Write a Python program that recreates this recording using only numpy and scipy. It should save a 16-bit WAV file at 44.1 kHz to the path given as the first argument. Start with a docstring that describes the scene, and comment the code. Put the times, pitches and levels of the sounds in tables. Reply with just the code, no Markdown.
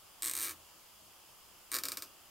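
"""Cable tie pulled tight.

A gloved hand pulls a nylon cable tie round a plastic box on a vehicle, in two tugs, close up.
The pawl snaps over tooth after tooth: thin and bright on a slack strap, lower and fuller on a taut one.
Each snap knocks box and panel and echoes in a metal recess. Gloves rub faintly; a quiet garage hisses."""
import sys
import numpy as np
from scipy import signal
from scipy.io import wavfile
from scipy.ndimage import uniform_filter1d

SR = 44100
rng = np.random.default_rng(int(sys.argv[2]) if len(sys.argv) > 2 else 0)


def wav_out(sig):
    """Save sig, one row per channel (or a flat mono array), as 16-bit PCM at SR to the path in sys.argv[1]."""
    wavfile.write(sys.argv[1], SR, np.round(np.clip(np.atleast_2d(sig).T, -1, 1) * 32767).astype(np.int16))


N = 101429

# Garage air noise. Each row: frequency in Hz, relative density in dB.
GARAGE_SPECTRUM = [(15, -16), (25, -3), (80, -3), (115, -5.5), (165, -7.5), (200, -4.5), (260, -9),
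                   (370, -4.5), (440, -8), (600, -4.5), (750, -3), (950, -2), (1200, -1.5), (1500, -8),
                   (1900, -10.5), (2500, -8), (2900, -3), (3250, -4), (3800, -11.5), (4400, -9.5),
                   (5000, -5), (5700, -11.5), (7000, -8), (8000, -10.5), (10000, -10), (14600, -10.5),
                   (15800, -11.5)]
# Its stereo width. Each row: frequency in Hz, side over mid in dB.
GARAGE_WIDTH = [(60, -3), (92, -7.5), (140, -2), (210, -2.5), (330, -2), (500, -4.5), (770, -6.5),
                (1170, -10.5), (1790, -1), (2740, -7), (4190, -3), (6410, -2.5), (9810, -1.5),
                (15000, -0.5)]
# Grip shifts. Each row: centre in seconds, half length in seconds, peak rms in dB.
GRIP_SHIFTS = [(0.554, 0.071, -71.5), (1.04, 0.055, -70.5), (1.965, 0.046, -73)]
# Glove rub. Each row: frequency in Hz, relative density in dB.
RUB_SPECTRUM = [(25, -19), (55, -10), (85, -2), (130, -9), (200, -4), (350, -15.5), (700, -14), (1500, -32),
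                (6000, -42), (16000, -44)]
# Echo colour, strap slack and taut. Each row: frequency in Hz, relative density in dB.
SLACK_ECHO_SPECTRUM = [(60, -19.5), (190, -23), (320, -6.5), (480, -18), (750, -15), (1130, -9),
                       (1550, -10.5), (2300, -6), (2850, -8.5), (3400, -7.5), (3950, -3.5), (4500, -5.5),
                       (5100, -6.5), (6300, -0.5), (7300, -3), (8600, -1.5), (9600, -1), (10700, -4),
                       (12000, -2), (13100, -3.5), (14500, -6.5), (16000, -8.5)]
TAUT_ECHO_SPECTRUM = [(60, -27), (180, -14), (350, -1.5), (480, -11), (590, -1.5), (780, -16.5),
                      (1250, -2.5), (1650, -11.5), (2000, -16), (2350, -3.5), (3050, -10.5), (3500, -4.5),
                      (3950, -6), (5000, 1.5), (5500, 0), (6600, -5.5), (8700, 0), (10700, -7),
                      (12400, -1.5), (13600, -2), (16000, -9.5)]
# Recess decay. Each row: frequency in Hz, T60 in seconds.
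RECESS_DECAY = [(100, 0.42), (400, 0.25), (1200, 0.23), (4000, 0.12), (9000, 0.11), (16000, 0.16)]
# Echo strength. Each row: time in seconds, gain on the snap level in dB.
ECHO_GAIN = [(.22, -2), (.33, -1), (.41, -1.7), (.46, -0.8), (.51, 1), (1.72, -0.5), (1.76, -2.5),
             (1.85, -0.8), (2.02, 0.7)]
# Box and panel modes. Each row: frequency in Hz, relative level in dB, T60 in seconds.
PANEL_MODES = [(83.7, -12, 0.98), (314.1, -5.5, 0.26), (360.6, -6, 0.18), (409.2, -11.5, 0.25),
               (590, -14, 0.18), (1099.5, -1.5, 0.12), (1267.5, -4, 0.15), (1344, -3, 0.13),
               (1600, -10.5, 0.034), (1761, -7, 0.12), (1914, -3, 0.043), (2319.5, 2, 0.047),
               (2550, -9, 0.11)]
# Modes that need a taut strap. Each row: frequency in Hz, relative level in dB, T60 in seconds.
TENSION_MODES = [(591.4, -9, .3), (1262, -1, 0.45), (4970, -2, 0.43), (5120, -4, 0.28), (7200, -3, 0.17)]
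# The long free loop sings at first. Each row: time in seconds, gain on the snap level in dB.
ZING_GAIN = [(.22, -12), (.28, -11), (.34, -13), (.42, -24)]
# Pawl and strap modes. Each row: base frequency in Hz, relative level in dB, swell time in ms.
SLACK_MODES = [(2240, -20, 0.46), (3770, -11.5, 0.43), (4420, -17.5, 0.71), (5830, -14, 0.36),
               (7960, -6.5, 0.24), (8520, 2.5, 0.2), (9900, -12, .35), (11760, -11.5, 0.83),
               (12950, -3, 0.31), (14600, -13, .22)]
TAUT_MODES = [(2460, -15.5, 0.31), (3955, -6, 0.74), (4805, 1, 0.34), (6190, -13.5, 0.13), (7200, -4, 0.74),
              (8470, -4.5, 0.22), (9800, -6, 0.55), (12400, -3.5, 0.31), (13830, -3.5, 0.32),
              (15400, -8, 0.27)]
# Slack modes rise as the loop shortens. Each row: time in seconds, pitch ratio.
SLACK_PITCH = [(.22, 0.96), (.26, 0.96), (.34, 1), (.45, 1.02), (1.72, 1.02)]
# The glove shades the direct snap late in the first tug. 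Each row: time in seconds, gain in dB.
GLOVE_SHADE = [(.37, 0), (.44, -1.5), (.5, -3.5), (1.71, 0)]
# Teeth. Each row: start in seconds, base snap level in dB, base knock level in dB, tautness from 0 to 1.
TOOTH_SNAPS = [(0.2225, -11, -26, 0.23), (0.2315, -10.5, -24, 0.1), (0.243, -11.2, -24.5, 0.02),
               (0.2497, -13, -28, 0.16), (0.2589, -10.6, -23, 0), (0.2686, -12, -27, 0.04),
               (0.275, -12, -33, 0.13), (0.2824, -12.2, -25.5, 0.1), (0.2967, -11, -33, 0.05),
               (0.3127, -12.5, -40, 0.1), (0.3357, -12.5, -24, 0.04), (0.352, -12, -35, 0.03),
               (0.3664, -12, -24, 0.03), (0.3753, -12.0, -27.6, 0.04), (0.3878, -12.5, -24, 0.24),
               (0.3975, -14, -23.5, 0.2), (0.4073, -11.5, -32, 0.03), (0.4149, -12.5, -23.5, 0.03),
               (0.4214, -14.5, -28.2, 0.12), (0.4271, -10, -35, 0), (0.4332, -12, -22, 0.08),
               (0.4382, -14, -23.5, 0.1), (0.443, -16.5, -23.1, 0.08), (0.4473, -13, -33, 0.23),
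               (0.4528, -12.5, -26.4, 0), (0.4577, -18, -28.1, 0), (0.4643, -18, -23.5, 0.1),
               (0.4683, -16, -34, 0.66), (0.4738, -17, -22.5, 0.21), (0.4824, -17, -21.5, 0.22),
               (0.4937, -14.5, -23, 0.37), (0.509, -17.5, -23, 0.16), (1.7168, -13, -20, 0.08),
               (1.7267, -15, -22.5, 0.2), (1.7347, -15, -16.5, 0.76), (1.7421, -8, -19.5, 0.84),
               (1.75, -9.5, -17, 0.84), (1.7575, -10.9, -18, 0.56), (1.7659, -9.5, -16, 0.96),
               (1.7863, -10.5, -21, 1), (1.836, -9, -21.5, 1), (1.854, -10.5, -21.3, 0.98),
               (1.885, -10.5, -23.5, 0.98), (1.919, -11, -23.5, 1), (1.9717, -12.5, -24, 1),
               (2.0224, -15, -27.5, 0.98)]


def amp(db):
    """Decibels to gain."""
    return 10 ** (np.asarray(db) / 20)


def unit(x):
    """Scale to unit energy."""
    return x / np.sqrt(np.sum(x ** 2) + 1e-20)


def at_hz(points, hz):
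    """Interpolate a table over log frequency."""
    f, value = np.transpose(points)
    return np.interp(np.log(hz + 1), np.log(f + 1), value)


def at_time(points, time_s):
    """Interpolate a table over time."""
    return np.interp(time_s, *np.transpose(points))


def add(mix, start_s, sound):
    """Mix a sound in at start_s."""
    part = mix[:, round(start_s * SR):][:, :sound.shape[-1]]
    part += sound[..., :part.shape[1]]


def seconds(size):
    """Time axis."""
    return np.arange(size) / SR


def ping(hz, swell_s, size=384):
    """Heavily damped ring: swells, then dies."""
    t = seconds(size)
    return unit(t / swell_s * np.exp(-t / swell_s) * np.sin(2 * np.pi * hz * t))


def colour(spectrum, size=2048):
    """Causal unit-energy filter with the given spectrum."""
    log_gain = np.log(amp(at_hz(spectrum, abs(np.fft.fftfreq(size, 1 / SR)))))
    return unit(np.fft.ifft(np.exp(np.conj(signal.hilbert(log_gain)))).real)


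def garage(mid_rms_db=-59.5, patch_db=1.0, size=2048):
    """Steady air noise and hiss with faint drifting patches."""
    hz = np.fft.rfftfreq(size, 1 / SR)
    mid_re, mid_im, side_re, side_im, patches = rng.standard_normal((4 * N // size + 4, len(hz), 5)).T
    patches = uniform_filter1d(uniform_filter1d(patches, size=14, axis=0), size=8, axis=1)
    width = amp(at_hz(GARAGE_WIDTH, hz))[:, None]
    spectra = np.array([mid_re + 1j * mid_im, width * (side_re + 1j * side_im)])
    spectra *= amp(at_hz(GARAGE_SPECTRUM, hz)[:, None] + patch_db * patches / patches.std())
    mid, side = signal.istft(spectra, nperseg=size, noverlap=3 * size // 4)[1][:, :N]
    return amp(mid_rms_db) * np.array([mid + side, mid - side]) / mid.std()


def gloves():
    """Dull rubbing as the gloves take a new hold on the box."""
    t = seconds(N)
    rub = signal.fftconvolve(rng.standard_normal(N), colour(RUB_SPECTRUM))[:N]
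    return rub * sum(amp(db) * np.exp(-((t - centre_s) / half_s) ** 2)
                     for centre_s, half_s, db in GRIP_SHIFTS)


def recess(near_s=0.00176, rise_s=0.00027, fade_s=0.0019, tail_full_s=0.0063, size=8192):
    """Metal recess response: near reflections, then a diffuse tail."""
    t = seconds(size)
    near, tail = rng.standard_normal((2, size))
    near = unit(near * np.clip((t - near_s) / rise_s, 0, 1) * np.exp(-t / fade_s))
    hz, frame_s, spectra = signal.stft(tail, SR, nperseg=256)
    decay = amp(-60 * frame_s / at_hz(RECESS_DECAY, hz)[:, None])
    tail = signal.istft(spectra * decay, SR)[1][:size]
    tail = unit(tail * np.clip(2 * t / tail_full_s - 1, 0, 1))
    return amp(-4.5) * near + amp(-2.5) * tail


def panel(modes, size=12000):
    """Box and panel ring after a knock."""
    t = seconds(size)
    return unit(sum((-1) ** k * amp(db) * unit(amp(-60 * t / t60_s) * np.sin(2 * np.pi * hz * t))
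                    for k, (hz, db, t60_s) in enumerate(modes)))


def zing(hz=8350, t60_s=0.075, size=4096):
    """The free loop shivers in a narrow bright band."""
    shiver = rng.standard_normal(size) * amp(-60 * seconds(size) / t60_s)
    return unit(signal.fftconvolve(shiver, ping(hz, swell_s=0.0004)))


def strap_rings(modes, pitch_ratio, pitch_spread=0.0059, spread_db=0.5):
    """Short rings of pawl and strap, varying from snap to snap."""
    level_jitter, pitch_jitter = rng.standard_normal((len(modes), 2)).T
    ratios = pitch_ratio + pitch_spread * pitch_jitter
    return unit(sum((-1) ** k * amp(db + spread_db * level_jitter[k]) * ping(hz * ratios[k], ms / 1000)
                    for k, (hz, db, ms) in enumerate(modes)))


def snap(tautness, slack_pitch, tick_s=0.00027, size=384):
    """The pawl drops off a tooth: a tick plus slack and taut rings, blended by tautness."""
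    tick = unit(rng.standard_normal(size) * np.exp(-seconds(size) / tick_s))
    slack = np.sqrt(1 - tautness) * strap_rings(SLACK_MODES, slack_pitch)
    taut = np.sqrt(tautness) * strap_rings(TAUT_MODES, pitch_ratio=0.97)
    return amp(-1) * slack + amp(-2.5) * taut + amp(-20.5) * tick


def cable_tie(path_count=7, varying_share=0.28):
    """Each tooth snaps, echoes and knocks the box; echo paths vary as the hands move."""
    out = np.zeros((2, N))
    panel_ring, tension_ring = panel(PANEL_MODES), -panel(TENSION_MODES)
    shared_path = np.sqrt(1 - varying_share) * recess()
    paths = np.array([shared_path + np.sqrt(varying_share) * recess() for _ in range(path_count)])
    slack_echoes = signal.fftconvolve(paths, colour(SLACK_ECHO_SPECTRUM)[None], axes=1)
    taut_echoes = signal.fftconvolve(paths, colour(TAUT_ECHO_SPECTRUM)[None], axes=1)
    thud = ping(hz=1474, swell_s=0.00045)
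    for start_s, snap_db, knock_db, tautness in TOOTH_SNAPS:
        path = rng.integers(path_count)
        echo = (1 - tautness) * slack_echoes[path] + tautness * taut_echoes[path]
        direct = snap(tautness, at_time(SLACK_PITCH, start_s))
        add(out, start_s, amp(snap_db + at_time(GLOVE_SHADE, start_s)) * direct)
        add(out, start_s, amp(snap_db + at_time(ZING_GAIN, start_s)) * zing())
        add(out, start_s, amp(snap_db - 20.5) * tautness * tension_ring)
        add(out, start_s, amp(snap_db + at_time(ECHO_GAIN, start_s)) * echo)
        add(out, start_s, amp(knock_db - 0.37) * panel_ring)
        add(out, start_s, amp(knock_db - 5) * np.sqrt(tautness) * thud)
    return out


def scene():
    """Cable tie and gloves over the garage hiss."""
    return cable_tie() + garage() + gloves()


def record(dry):
    """Low-pass band limit."""
    cutoff_hz = 15850
    lowpass = signal.firwin(511, cutoff_hz, window=("kaiser", 9), fs=SR)
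    return signal.oaconvolve(dry, lowpass[None], "same")


dry = scene()
out = record(dry)
wav_out(out)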